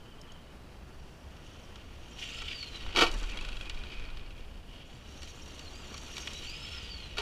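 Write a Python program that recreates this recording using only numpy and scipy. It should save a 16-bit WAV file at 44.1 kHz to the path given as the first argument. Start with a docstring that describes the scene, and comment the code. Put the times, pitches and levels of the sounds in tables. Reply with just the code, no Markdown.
"""On an open-air gravel track, a small electric radio-controlled truck races, jumps, crashes down,
rolls out ticking, speeds off and jumps again, over a steady hush and wind rumbling on the microphone.
Noise makes the air and the rubber; random contacts ring shell, gearbox and stones as rasp, spray and knocks.
Sines at the gear mesh rate and its fractions whine and buzz with the motor, and sing out in the air."""
import sys
import numpy as np
from scipy import signal
from scipy.fft import rfft, irfft, next_fast_len
from scipy.io import wavfile

SR = 44100
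rng = np.random.default_rng(int(sys.argv[2]) if len(sys.argv) > 2 else 0)


def wav_record(signal):
    """Record a signal, one row per channel, as 16-bit PCM in the file named by sys.argv[1]."""
    frames = np.transpose(np.atleast_2d(signal))
    bounded = np.clip(frames, -1, 1)
    # unit amplitude maps onto the largest positive 16-bit level
    quanta = np.round(bounded * 32767).astype(np.int16)
    wavfile.write(sys.argv[1], SR, quanta)


N = 317961
TIME = np.arange(N) / SR  # [s]

# resonances of the plastic shell and chassis: (frequency [Hz], width [Hz], level [dB])
SHELL = [(260, 220, -12), (359, 55, 2.5), (468, 89, 0), (624, 170, -8), (740, 82, -0.5), (910, 105, 3),
         (1146, 105, 4), (1344, 120, 5.5), (1405, 49, 0), (1870, 125, 2), (2317, 95, 10), (2486, 77, 1.5),
         (2660, 136, 4.5), (2933, 100, 10), (3145, 110, -2), (3220, 63, 4), (3760, 170, 1), (4370, 56.5, 8),
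         (4460, 39, -26), (5500, 75, -35), (5900, 92, -34), (7160, 170, -33), (9400, 550, -24),
         (11800, 5100, -13.5)]
# resonances of the gearbox and its cover: (frequency [Hz], width [Hz], level [dB])
GEARBOX = [(1487, 71, -4), (1942, 46.5, -2.5), (2290, 79, -6.5), (2510, 104, 1.5), (2780, 99, -2),
           (2892, 250, 3), (3117, 310, 0), (3800, 31, -10), (4420, 73, -13), (4350, 50, 0), (5130, 57, -31)]
# resonances of ringing gravel and the motor can: (frequency [Hz], width [Hz], level [dB])
STONES = [(3000, 850, -13), (3870, 420, 0.5), (4550, 89, 1.5), (5645, 420, -2.5), (6420, 230, -9),
          (7100, 300, -9.5), (8430, 370, -17), (10100, 760, -17), (12700, 1400, -15)]


def from_db(db):
    """Decibels to gain."""
    return 10 ** (np.asarray(db) / 20)


def rms_one(x):
    """Scale to unit power."""
    return x / np.sqrt(np.mean(x ** 2) + 1e-20)


def in_time(rows):
    """Each column of a time curve, interpolated at every sample."""
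    s, *columns = np.transpose(rows)
    return [np.interp(TIME, s, column) for column in columns]


def during(start, end, blend_s=0.062):
    """Rises to 1 around the start and falls back to 0 around the end."""
    return np.clip(np.minimum(TIME - start, end - TIME) / blend_s + .5, 0, 1)


def drift(corner_hz):
    """Smooth random wandering with unit spread: low-passed noise drawn at a slow rate."""
    step = 40  # samples between slow values
    r = np.exp(-2 * np.pi * corner_hz * step / SR)
    draws = rng.standard_normal(N // step + 2002)
    slow = signal.lfilter([1], [1, -2 * r, r * r], draws)[2000:]  # skip the filter's start
    return np.interp(np.arange(N) / step, np.arange(len(slow)), rms_one(slow))


def cut(x, hz, kind, order=2):
    """Butterworth low-pass or high-pass."""
    sos = signal.butter(order, min(hz, SR / 2 - 1), kind, fs=SR, output="sos")
    return signal.sosfilt(sos, x + 1e-18)


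def noise(spectrum):
    """Unit-power noise coloured by a (frequency [Hz], density [dB]) curve."""
    hz, db = np.transpose(spectrum)
    size = next_fast_len(N)
    bins = np.maximum(np.fft.rfftfreq(size, 1 / SR), 1)
    gain = from_db(np.interp(np.log(bins), np.log(hz), db))
    return rms_one(irfft(rfft(rng.standard_normal(size)) * gain, size)[:N])


def resonate(x, modes):
    """Parallel resonances with notches between them; white noise keeps its power."""
    out, power = 0, 0
    for hz, width, db in modes:
        r = np.exp(-np.pi * width / SR)
        top = from_db(db) * (1 - r * r) / 2
        poles = [1, -2 * r * np.cos(2 * np.pi * hz / SR), r * r]
        out = out + signal.lfilter([top, 0, -top], poles, x + 1e-18)
        power += from_db(db) ** 2 * (1 - r)
    return out / np.sqrt(power)


def chatter():
    """Dense, even make-and-break of a hard contact: random signs."""
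    return rng.choice([-1., 1.], N)


def grains(per_s, spread_db):
    """Random tiny impacts, many weak and a few strong; unit power."""
    sizes = from_db(spread_db * np.minimum(rng.exponential(1, N), 4))
    hits = rng.random(N) < per_s / SR
    return rms_one(sizes * rng.choice([-1, 1], N) * hits)


def blows(times, levels_db, t60s):
    """Force envelope that jumps at each blow and dies away, 60 dB in t60; overlaps add in power."""
    out = np.zeros(N)
    for s, db, t60 in zip(times, levels_db, t60s):
        start = int(np.clip(s * SR, 0, N - 1))
        age = TIME[:min(SR // 4, N - start)]  # at most a quarter second
        out[start:start + len(age)] += from_db(db - 60 * age / t60) ** 2
    return np.sqrt(out)


def scattered(per_s, level_db, spread_db, t60):
    """Force envelope of small blows of uneven size at random moments."""
    uneven_db = spread_db * np.clip(rng.standard_normal(N), -2, 2)
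    sizes = from_db(level_db + uneven_db) * (rng.random(N) < per_s / SR)
    keep = from_db(-60 / (t60 * SR)) ** 2  # power kept per sample
    return np.sqrt(signal.lfilter([1], [1, -keep], sizes ** 2 + 1e-18))


def outdoors(sway_db=0.73):
    """Steady open-air hush that sways slightly, with wind lumping and rumbling on the microphone."""
    # spectra of the hush, deep gust lumps and rumble: (frequency [Hz], density [dB per Hz])
    air_colour = [(65, -30), (110, 1.5), (205, -2), (257, -4.5), (458, -8), (612, -9), (946, -13),
                  (1190, -16), (1760, -18), (2350, -23), (2660, -19), (3860, -26.5), (4950, -25),
                  (5840, -28), (8400, -32.5), (9400, -34), (10050, -30), (10800, -37), (15400, -34)]
    gust_colour = [(8, -6.5), (16, 11), (26, -2), (40, 5), (55, -26), (100, -16), (200, -80)]
    rumble_colour = [(30, -40), (48, -7), (68, 0.5), (85, -8), (110, -17), (170, -22), (400, -75)]
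    # wind on the microphone: (time [s], deep lump level [dB], rumble level [dB])
    wind = [(0, -52.5, -55), (2.2, -52.5, -52), (2.35, -43.5, -50), (2.7, -54.5, -49.5), (2.9, -30, -48.5),
            (3.4, -36, -52), (4.15, -42.5, -49.5), (4.8, -51, -54), (5.9, -51, -51), (6.35, -47.5, -54),
            (6.7, -48.5, -46.5), (7.21, -49.5, -49)]
    lumps_db, rumble_db = in_time(wind)
    air = from_db(-54.5 + sway_db * drift(15)) * noise(air_colour)
    return air + from_db(lumps_db) * noise(gust_colour) + from_db(rumble_db) * noise(rumble_colour)


def tyres(bump_db=2, rubber_db=-0.5, shell_db=-6, shell_top_hz=1400):
    """Rubber drums over the bumpy packed dirt and shakes the shell."""
    # common level of rubber and shaken shell: (time [s], level [dB])
    rolling = [(0, -62), (2.4, -60.5), (2.62, -62), (2.94, -50.5), (3.1, -47), (3.45, -53.5), (4.1, -58.5),
               (4.55, -74), (5.1, -60), (6.2, -53.5), (6.5, -60)]
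    # drumming rubber: (frequency [Hz], density [dB per Hz])
    tyre_colour = [(100, -34), (200, 3), (340, 3), (560, -3), (800, -7), (1000, -5.5), (1200, -4.5),
                   (1480, -5.5), (1700, -7), (2600, -10), (6000, -58)]
    rubber = noise(tyre_colour)
    shaken = rms_one(cut(resonate(chatter(), SHELL), shell_top_hz, "low", order=4))
    level = from_db(in_time(rolling)[0] + bump_db * drift(23))
    return level * (from_db(rubber_db) * rubber + from_db(shell_db) * shaken)


def gravel(level_db, clump_db=3.0, top_hz=11000):
    """Tyres throw clumps of small stones that click against each other and ring."""
    stones = grains(per_s=3500, spread_db=0.5) * from_db(clump_db * drift(54))
    return from_db(level_db) * rms_one(cut(resonate(stones, STONES), top_hz, "low"))


def pebbles(per_s, level_db, t60=0.0072, low_hz=2800, top_hz=7500, spread_db=3):
    """Single pebbles patter down, each a very short bright click of its own size."""
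    force = scattered(per_s, level_db, spread_db, t60)
    return cut(cut(chatter() * force, low_hz, "high"), top_hz, "low", order=3)


def grinding(clump_db=4, low_hz=1500, top_hz=5000, crunch_db=-3, crunch_top_hz=4500):
    """Coarse stones under slow wheels shift and ring in uneven clumps, with a dry crunch of smaller ones."""
    # grinding under the wheels: (time [s], level [dB])
    grind_level = [(3.05, -87), (3.12, -57), (3.5, -61), (3.64, -54), (3.78, -52.5), (3.93, -49.5),
                   (3.99, -53), (4.06, -56.5), (4.35, -63.5), (4.55, -69), (4.7, -90)]
    # ringing coarse stones: (frequency [Hz], width [Hz], level [dB])
    coarse_modes = [(2474, 58, 8.5), (3100, 290, -4), (3700, 250, -16), (4430, 160, -13)]
    clumps = from_db(clump_db * np.clip(drift(70), -2, 1.5))
    stones = resonate(grains(per_s=3000, spread_db=4.5) * clumps, coarse_modes)
    crunch = cut(grains(per_s=900, spread_db=2.5) * clumps, crunch_top_hz, "low", order=4)
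    mixed = cut(cut(stones + from_db(crunch_db) * crunch, low_hz, "high"), top_hz, "low")
    return from_db(in_time(grind_level)[0]) * rms_one(mixed)


def clicks(t60=0.015):
    """Brief hard contacts with a thin, bright ring."""
    # two small hard contacts: (time [s], force [dB])
    click_hits = [(0.2145, -43), (0.32, -50)]
    # their ring: (frequency [Hz], width [Hz], level [dB])
    click_modes = [(4650, 120, -4), (5200, 150, 3), (5570, 130, 0), (6520, 170, 6), (7150, 170, -15)]
    s, db = np.transpose(click_hits)
    return resonate(chatter() * blows(s, db, np.full(len(s), t60)), click_modes)


def loose_shell(per_s, level_db, t60=0.0094, low_hz=1650, top_hz=3600, spread_db=5.0):
    """The loose shell taps lightly and unevenly on its posts and rings."""
    force = scattered(per_s, level_db, spread_db, t60)
    return cut(cut(resonate(chatter() * force, SHELL), low_hz, "high", order=4), top_hz, "low")


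def wheel_knocks(t60=0.034, crack_db=2, crack_t60=0.016, low_hz=1300, top_hz=4800,
                 grit_db=-17, grit_t60=0.069, grit_hz=6000, grit_top_hz=9800):
    """Each turn of the slowing wheels cracks, rings the suspension and flicks up a spray of fine grit."""
    # one knock per wheel turn in the roll-out: (time [s], force on the suspension [dB])
    turn_hits = [(3.372, -32.5), (3.4107, -35), (3.4485, -36), (3.4875, -34.5), (3.5285, -40), (3.568, -38),
                 (3.6097, -37.5), (3.655, -41.5), (3.745, -43), (3.79, -44), (3.837, -40.5), (3.8886, -50),
                 (3.942, -45), (3.9965, -42.5), (4.038, -48), (4.102, -44), (4.306, -48), (4.379, -50)]
    # ringing wheels and suspension: (frequency [Hz], width [Hz], level [dB])
    suspension = [(1474, 57, 4), (2650, 140, 3), (3280, 88, 2), (3870, 75, -0.5), (4140, 65, -14),
                  (4500, 52, -26)]
    s, db = np.transpose(turn_hits)
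    ring = resonate(chatter() * blows(s, db, np.full(len(s), t60)), suspension)
    crack_force = blows(s, db + crack_db, np.full(len(s), crack_t60))
    crack = rms_one(cut(chatter(), low_hz, "high")) * crack_force
    grit = grains(per_s=2000, spread_db=1.0) * blows(s, db + grit_db, np.full(len(s), grit_t60))
    spray = cut(cut(grit, grit_hz, "high"), grit_top_hz, "low", order=6)
    return spray + cut(ring + crack, top_hz, "low", order=3)


def knocks(body_hz=1900, t60=0.027, body_db=-1, clack_db=4, tick_db=-3, clack_hz=1400,
           clack_low_hz=700, bottom_hz=1100, tick_hz=4800, top_hz=4600, box_db=-5):
    """Each knock swells into flexing shell and gearbox, clacks hollowly and adds its bright tick."""
    # knocks on the shell, mostly stones; at 2.419 s the suspension tops out in the air, at 3.696 s a slowing
    # wheel knocks; before the part trims: (time [s], force [dB], low clack relative to it [dB], bright tick
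    # relative to it [dB])
    shell_hits = [(1.757, -45, -2, 1), (2.419, -39.5, 6, 5), (2.627, -33.5, -18, -3.5),
                  (2.7612, -45, -21, 7), (2.863, -37, 1, -26), (3.1138, -39.5, -20, 9.5),
                  (3.14, -44, -20, 10), (3.186, -40, -12, 4), (3.199, -45, -15, 8), (3.23, -41, -15, 5.5),
                  (3.237, -32.5, -0.5, -13), (3.298, -40, -18, 3), (3.424, -52, -20, 9),
                  (3.696, -30, -12, -2), (3.917, -38.5, -11, -25), (4.17, -38, -10, -20),
                  (5.219, -39.5, -17, -1), (5.23, -37.5, -16, 2), (5.273, -39, -15, -13),
                  (5.592, -40, -27, 5), (5.9416, -35.5, -1, -2), (5.978, -44.5, -14, 12.5),
                  (6.1669, -32.5, -16, 0.5), (6.18, -33.5, -6, 4), (6.2722, -25.5, -16, -26),
                  (6.333, -49, -24, 17.5)]
    s, db, low_db, bright_db = np.transpose(shell_hits)
    decay = np.full(len(s), t60)
    give = np.exp(-1 / (.0012 * SR))  # the flexing shell softens the attack over 1.2 ms
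    force = signal.lfilter([1 - give], [1, -give], blows(s, db + body_db, decay) + 1e-18)
    body = cut(chatter() * force, body_hz, "high", order=3)
    shell = resonate(body, SHELL) + from_db(box_db) * resonate(chatter() * force, GEARBOX)
    shell = cut(cut(shell, bottom_hz, "high"), top_hz, "low")
    clack = cut(chatter() * blows(s, db + low_db + clack_db, decay), clack_hz, "low", order=3)
    hollow = cut(resonate(clack, SHELL), clack_low_hz, "high", order=3)
    tick = resonate(chatter() * blows(s, db + bright_db + tick_db, decay), STONES)
    return hollow + shell + cut(cut(tick, tick_hz, "high"), 6700, "low")


def thumps():
    """The tyres bottom out and ring briefly as hollow, decaying sines."""
    # (time [s], frequency [Hz], peak [dB], t60 [s])
    hollow_hits = [(3.02, 342.5, -28, 0.21), (7.188, 410, -33, 0.098)]
    return sum(blows([s], [db], [t60]) * np.sin(2 * np.pi * hz * (TIME - s))
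               for s, hz, db, t60 in hollow_hits)


def landings(thud_hz=1000, top_hz=6500, bottom_hz=190, grit_db=-32, grit_hz=6000):
    """Wheels, skid plate and loose shell hit one after another, each a short rattle that crushes grit."""
    # chassis and shell slamming down: (time [s], force [dB], rattle t60 [s], thud relative to force [dB])
    slams = [(2.949, -39, 0.25, 8), (2.961, -22.5, 0.042, -4), (2.970, -24.5, 0.23, 6),
             (2.988, -22.5, 0.13, 3), (3.009, -20.5, 0.099, -5), (3.014, -24, 0.084, 5.5),
             (3.021, -18.5, 0.06, 9.5), (3.033, -24, 0.12, 8.5), (3.065, -32, 0.14, 2.5),
             (7.17, -37, 0.095, 3), (7.182, -27, 0.081, -3), (7.198, -36, 0.17, 4.5)]
    s, db, t60, thud_db = np.transpose(slams)
    force = blows(s, db, t60)
    slap = cut(chatter() * force, thud_hz, "high")
    thud = cut(chatter() * blows(s, db + thud_db, t60), thud_hz, "low")
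    grit = cut(cut(chatter() * force, grit_hz, "high"), 11000, "low")
    crash = cut(cut(resonate(slap + thud, SHELL), top_hz, "low"), bottom_hz, "high")
    return crash + from_db(grit_db) * grit


def squeals(wander=0.044):
    """Each rough squeal swells and fades as it slides down in wavering pitch."""
    # (time [s], length [s], start pitch [Hz], end pitch [Hz], level [dB])
    slides = [(2.25, 0.14, 2880, 2690, -49.5), (3.285, 0.078, 2690, 2285, -47),
              (6.44, 0.13, 2990, 2350, -50.5)]
    out = 0
    for s, length, from_hz, to_hz, db in slides:
        part = np.clip((TIME - s) / length, 0, 1)
        hz = (from_hz + (to_hz - from_hz) * part) * (1 + wander * drift(109.4))
        swell = np.sqrt(2 * np.abs(np.sin(np.pi * part)))
        tone = np.sin(2 * np.pi * np.cumsum(hz) / SR)
        out = out + from_db(db) * swell * drift(84) * tone  # the drift roughens it
    return out


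def shudders(low_hz=1800, top_hz=4200):
    """Spinning or snatching wheels shake the drivetrain in short swelling bursts of gear chatter."""
    # (time [s], length [s], peak force [dB])
    surges = [(2.217, .028, -39), (2.318, .03, -50), (2.396, .04, -42.5), (2.472, .024, -39.5),
              (2.508, .015, -33), (4.707, 0.046, -56), (4.79, .05, -52.5)]
    # ringing drivetrain: (frequency [Hz], width [Hz], level [dB])
    shudder_modes = [(2410, 110, 2), (2760, 120, 4), (3000, 120, 9), (3250, 88, -13)]
    force = sum(from_db(db) * np.sin(np.pi * np.clip((TIME - s) / length, 0, 1))
                for s, length, db in surges)
    return cut(cut(resonate(chatter() * force, shudder_modes), low_hz, "high"), top_hz, "low")


def gear_rasp(level_db, flutter_db=2.0, top_hz=6000, bottom_hz=1200):
    """Gritty teeth rattle the gearbox, unevenly as the wheels shake."""
    teeth = grains(per_s=5600, spread_db=2.0) * from_db(flutter_db * drift(43))
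    box = cut(cut(resonate(teeth, GEARBOX), top_hz, "low"), bottom_hz, "high")
    return from_db(level_db) * rms_one(box)


def motion():
    """Gear mesh rate [Hz] and how far the truck is airborne, coasting and gripping under throttle (0-1)."""
    # motor speed with the tyres gripping: (time [s], gear mesh rate [Hz])
    cruise = [(0, 3006), (.6, 2980), (1.45, 4057), (2.23, 4212), (4.92, 4373), (4.99, 4708), (5.02, 3910),
              (5.3, 4160), (6.05, 4303), (6.19, 3956), (6.42, 3865)]
    # bumps lift the wheels and the motor revs in a short arch:
    # (time [s], length [s], rise [Hz], grip lost [0-1])
    hops = [(-.02, .53, 0, .45), (-.02, .06, 120, .17), (0.075, .055, 190, .25), (0.16, .055, 180, 0.38),
            (0.215, .035, 110, .3), (0.26, .04, 330, .35), (0.315, .035, 400, .25), (.355, .025, 200, .17),
            (.39, .04, 200, .15), (1.819, .13, 380, .3), (4.915, .065, 100, 0.65), (5.02, 1.08, 0, .55),
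            (5.275, .055, 370, .2), (5.335, .055, 260, .17), (5.56, .11, 310, .24), (5.712, .155, 650, .33),
            (5.905, .055, 200, .33), (5.97, .11, 330, .17), (6.31, 0.09, 10, 1)]
    # (wheels break loose [s], whine rings free [s], throttle off [s], landing [s], throttle on again [s])
    jumps = [(2.23, 2.335, 2.42, 2.96, 4.67), (6.412, 6.45, 6.735, 7.18, 7.5)]
    # airborne, the motor spins up towards its free speed; off the throttle it coasts down to a slow roll
    free_hz, slow_roll_hz = 5450, 2050
    spin_up_s, coast_s = .115, 1.22  # time constants
    grip_lag_s, grip_blend_s = .015, .02
    hz, = in_time(cruise)
    airborne, coasting, grip = 0, 0, 1
    for s, length, rise_hz, lost in hops:
        hz = hz + rise_hz * np.sin(np.pi * np.clip((TIME - s) / length, 0, 1))
        grip = grip - lost * during(s + grip_lag_s, s + length + grip_lag_s, grip_blend_s)
    for loose, ringing, release, landing, resume in jumps:
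        spun_s = np.clip(TIME, loose, release) - loose
        idle_s = np.maximum(TIME - release, 0)
        free = free_hz - (free_hz - np.interp(loose, TIME, hz)) * np.exp(-spun_s / spin_up_s)
        free = np.maximum(free * np.exp(-idle_s / coast_s), slow_roll_hz)
        hz = hz + during(loose, resume) * (free - hz)
        grip = grip - during(ringing, resume)
        airborne = airborne + during(ringing, landing)
        coasting = coasting + during(release, resume)
    return hz, airborne, coasting, np.clip(grip, 0, 1)


def motor(hz, grip, airborne, coasting, drive_db, spray_db, shaft_db=-4, fall_db=2.5, swell_db=-2.5):
    """The mesh whines with motor speed, freed by lost grip; shaft harmonics buzz gearbox and motor can."""
    # how well the gearbox radiates the mesh: (frequency [Hz], level relative to the drivetrain [dB])
    whine_colour = [(2100, -36), (2500, -2), (2750, 0), (3020, 12), (3250, 7), (3450, 4), (3650, -7),
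                    (3950, -2), (4400, -.5), (4950, -1)]
    # mesh whine in flight, coming and going: (time [s], level [dB])
    flight_whine = [(2.355, -68), (2.375, -55), (2.395, -53), (2.412, -68), (2.47, -66), (2.5, -61),
                    (2.535, -47), (2.585, -51), (2.635, -41.5), (2.675, -49), (2.70, -56), (2.725, -54),
                    (2.76, -48), (2.78, -58), (2.9, -70), (6.44, -66), (6.48, -48), (6.57, -56),
                    (6.63, -48), (6.68, -61), (6.73, -52.5), (6.79, -55), (6.88, -60), (6.92, -44.5),
                    (6.98, -54), (7.02, -56), (7.08, -59), (7.13, -62)]
    # shaft tones in the gearbox: (multiple of the mesh rate, level before balancing [dB])
    shaft_tones = [(.5, -8), (.75, -2)]
    # unloaded shaft near free speed: (multiple of the mesh rate, level relative to the drivetrain [dB])
    free_tones = [(.264, -10.5), (.625, -9), (.742, -10.5)]
    # thin upper resonances of the motor can: (frequency [Hz], width [Hz], level [dB])
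    can_treble = [(8450, 330, 2), (9200, 250, -5), (10600, 350, -8), (11300, 300, -4), (11960, 400, -4)]
    grip_damps_db, coast_quiets_db = 23, 6  # on the whine, and on the singing can
    buzz_db, singing_db, can_treble_db = -9.5, -2, -21  # relative to drivetrain, spray, singing
    pinion_teeth = 12

    colour_db = np.interp(hz, *np.transpose(whine_colour))
    ground_db = drive_db + colour_db - grip_damps_db * grip + swell_db * drift(5.6)
    whine_db = ground_db + airborne * (in_time(flight_whine)[0] - ground_db)
    # on the ground the wheels grip and slip, so the speed wavers more than in the air
    waver = .003 * drift(140) + (.004 + .002 * (1 - airborne)) * drift(35)
    mesh = 2 * np.pi * np.cumsum(hz * (1 + waver)) / SR  # phase
    flutter = from_db(4.3 * drift(55) - 2.4) * (1 + .33 * drift(400))
    whine = from_db(whine_db) * np.sqrt(2) * flutter * np.sin(mesh)

    # play in the teeth blurs the shaft tones, heard through the gearbox, and on their own at free speed
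    play = 2 * np.pi * np.cumsum(hz * .008 * drift(150)) / SR
    shafts = sum(from_db(level) * np.sin(ratio * (mesh + play)) for ratio, level in shaft_tones)
    free = sum(from_db(level + 3 * drift(30)) * np.sin(ratio * (mesh + play / 2))
               for ratio, level in free_tones)
    unloaded = np.interp(hz, [4750, 5200], [0, 1])

    # harmonics of one pinion turn, each wandering in strength
    turn_play = 2 * np.pi * np.cumsum(hz * .014 * drift(110)) / SR
    turn = (mesh + turn_play) / pinion_teeth
    low = sum(np.sin(k * turn) * drift(60) for k in range(6, 11))
    high = sum(np.sin(k * turn) * drift(55) for k in range(15, 21))
    top = sum(np.sin(k * turn) * drift(70) for k in range(22, 35))
    buzz = rms_one(resonate(low, GEARBOX)) + from_db(shaft_db) * rms_one(resonate(shafts, GEARBOX))
    can = rms_one(resonate(high, STONES)) + from_db(can_treble_db) * rms_one(resonate(top, can_treble))
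    can_db = spray_db + singing_db - coast_quiets_db * coasting
    singing = from_db(can_db + fall_db * drift(39)) * can
    return whine + from_db(drive_db) * (from_db(buzz_db) * buzz + unloaded * free) + singing


def scene():
    """Taps and pebbles thin out in the air; rattle takes over from rasp as the truck rolls out."""
    # reference levels before the first landing, then from the roll-out to the second jump:
    # (time [s], drivetrain level [dB], gravel spray level [dB])
    approach = [(0.35, -68.5, -77), (1.22, -66.5, -74), (1.48, -60, -66.5), (1.92, -62, -74.5),
                (2.15, -58.5, -61), (2.22, -45, -51.5), (2.33, -48, -56.5), (2.49, -45, -57.5),
                (2.71, -51.5, -57), (2.93, -47, -63)]
    departure = [(3.14, -53, -54.5), (3.34, -47.5, -60.5), (3.62, -53, -62.5), (3.91, -54, -74),
                 (4.68, -62, -100), (4.73, -57, -79), (5.0, -61, -66.5), (5.2, -58.5, -59),
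                 (5.88, -55, -58), (6.19, -51, -51), (6.76, -46.5, -57.5), (7.15, -52.5, -62)]
    drive_db, spray_db = in_time(list(approach) + list(departure))
    hz, airborne, coasting, grip = motion()
    rolling_out = coasting * (1 - airborne)
    grip = grip + 0.57 * rolling_out  # the tyres hold only lightly without throttle

    # rolling without throttle: less rasp, more rattle and loose stones
    rasp_db = drive_db - 2.5 * rolling_out
    tap_db = drive_db + 2.5 + 4.5 * rolling_out
    pebble_db = spray_db + 5.5 + 4.5 * rolling_out
    # blows per second on the ground, and the share left in the air
    taps_per_s = 71 * (1 - airborne + 0.43 * airborne)
    pebbles_per_s = 51 * (1 - airborne + .35 * airborne) + 260 * rolling_out

    background = outdoors()
    ground = tyres() + gravel(spray_db - 2) + pebbles(pebbles_per_s, pebble_db) + grinding()
    rattle = clicks() + loose_shell(taps_per_s, tap_db) + wheel_knocks() + knocks()
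    impacts = thumps() + landings()
    drivetrain = gear_rasp(rasp_db) + motor(hz, grip, airborne, coasting, drive_db, spray_db)
    drivetrain = drivetrain + shudders() + squeals()
    return (background + ground + rattle + impacts + drivetrain)[None]


def record(dry, mic_top_hz=14000, cutoff_hz=15400):
    """The microphone dulls the highest treble, and the top is cut steeply."""
    dulled = cut(dry, mic_top_hz, "low")
    steep = signal.ellip(10, .2, 80, cutoff_hz, fs=SR, output="sos")  # .2 dB ripple, 80 dB down
    return signal.sosfilt(steep, dulled)


dry = scene()
out = record(dry)
wav_record(out)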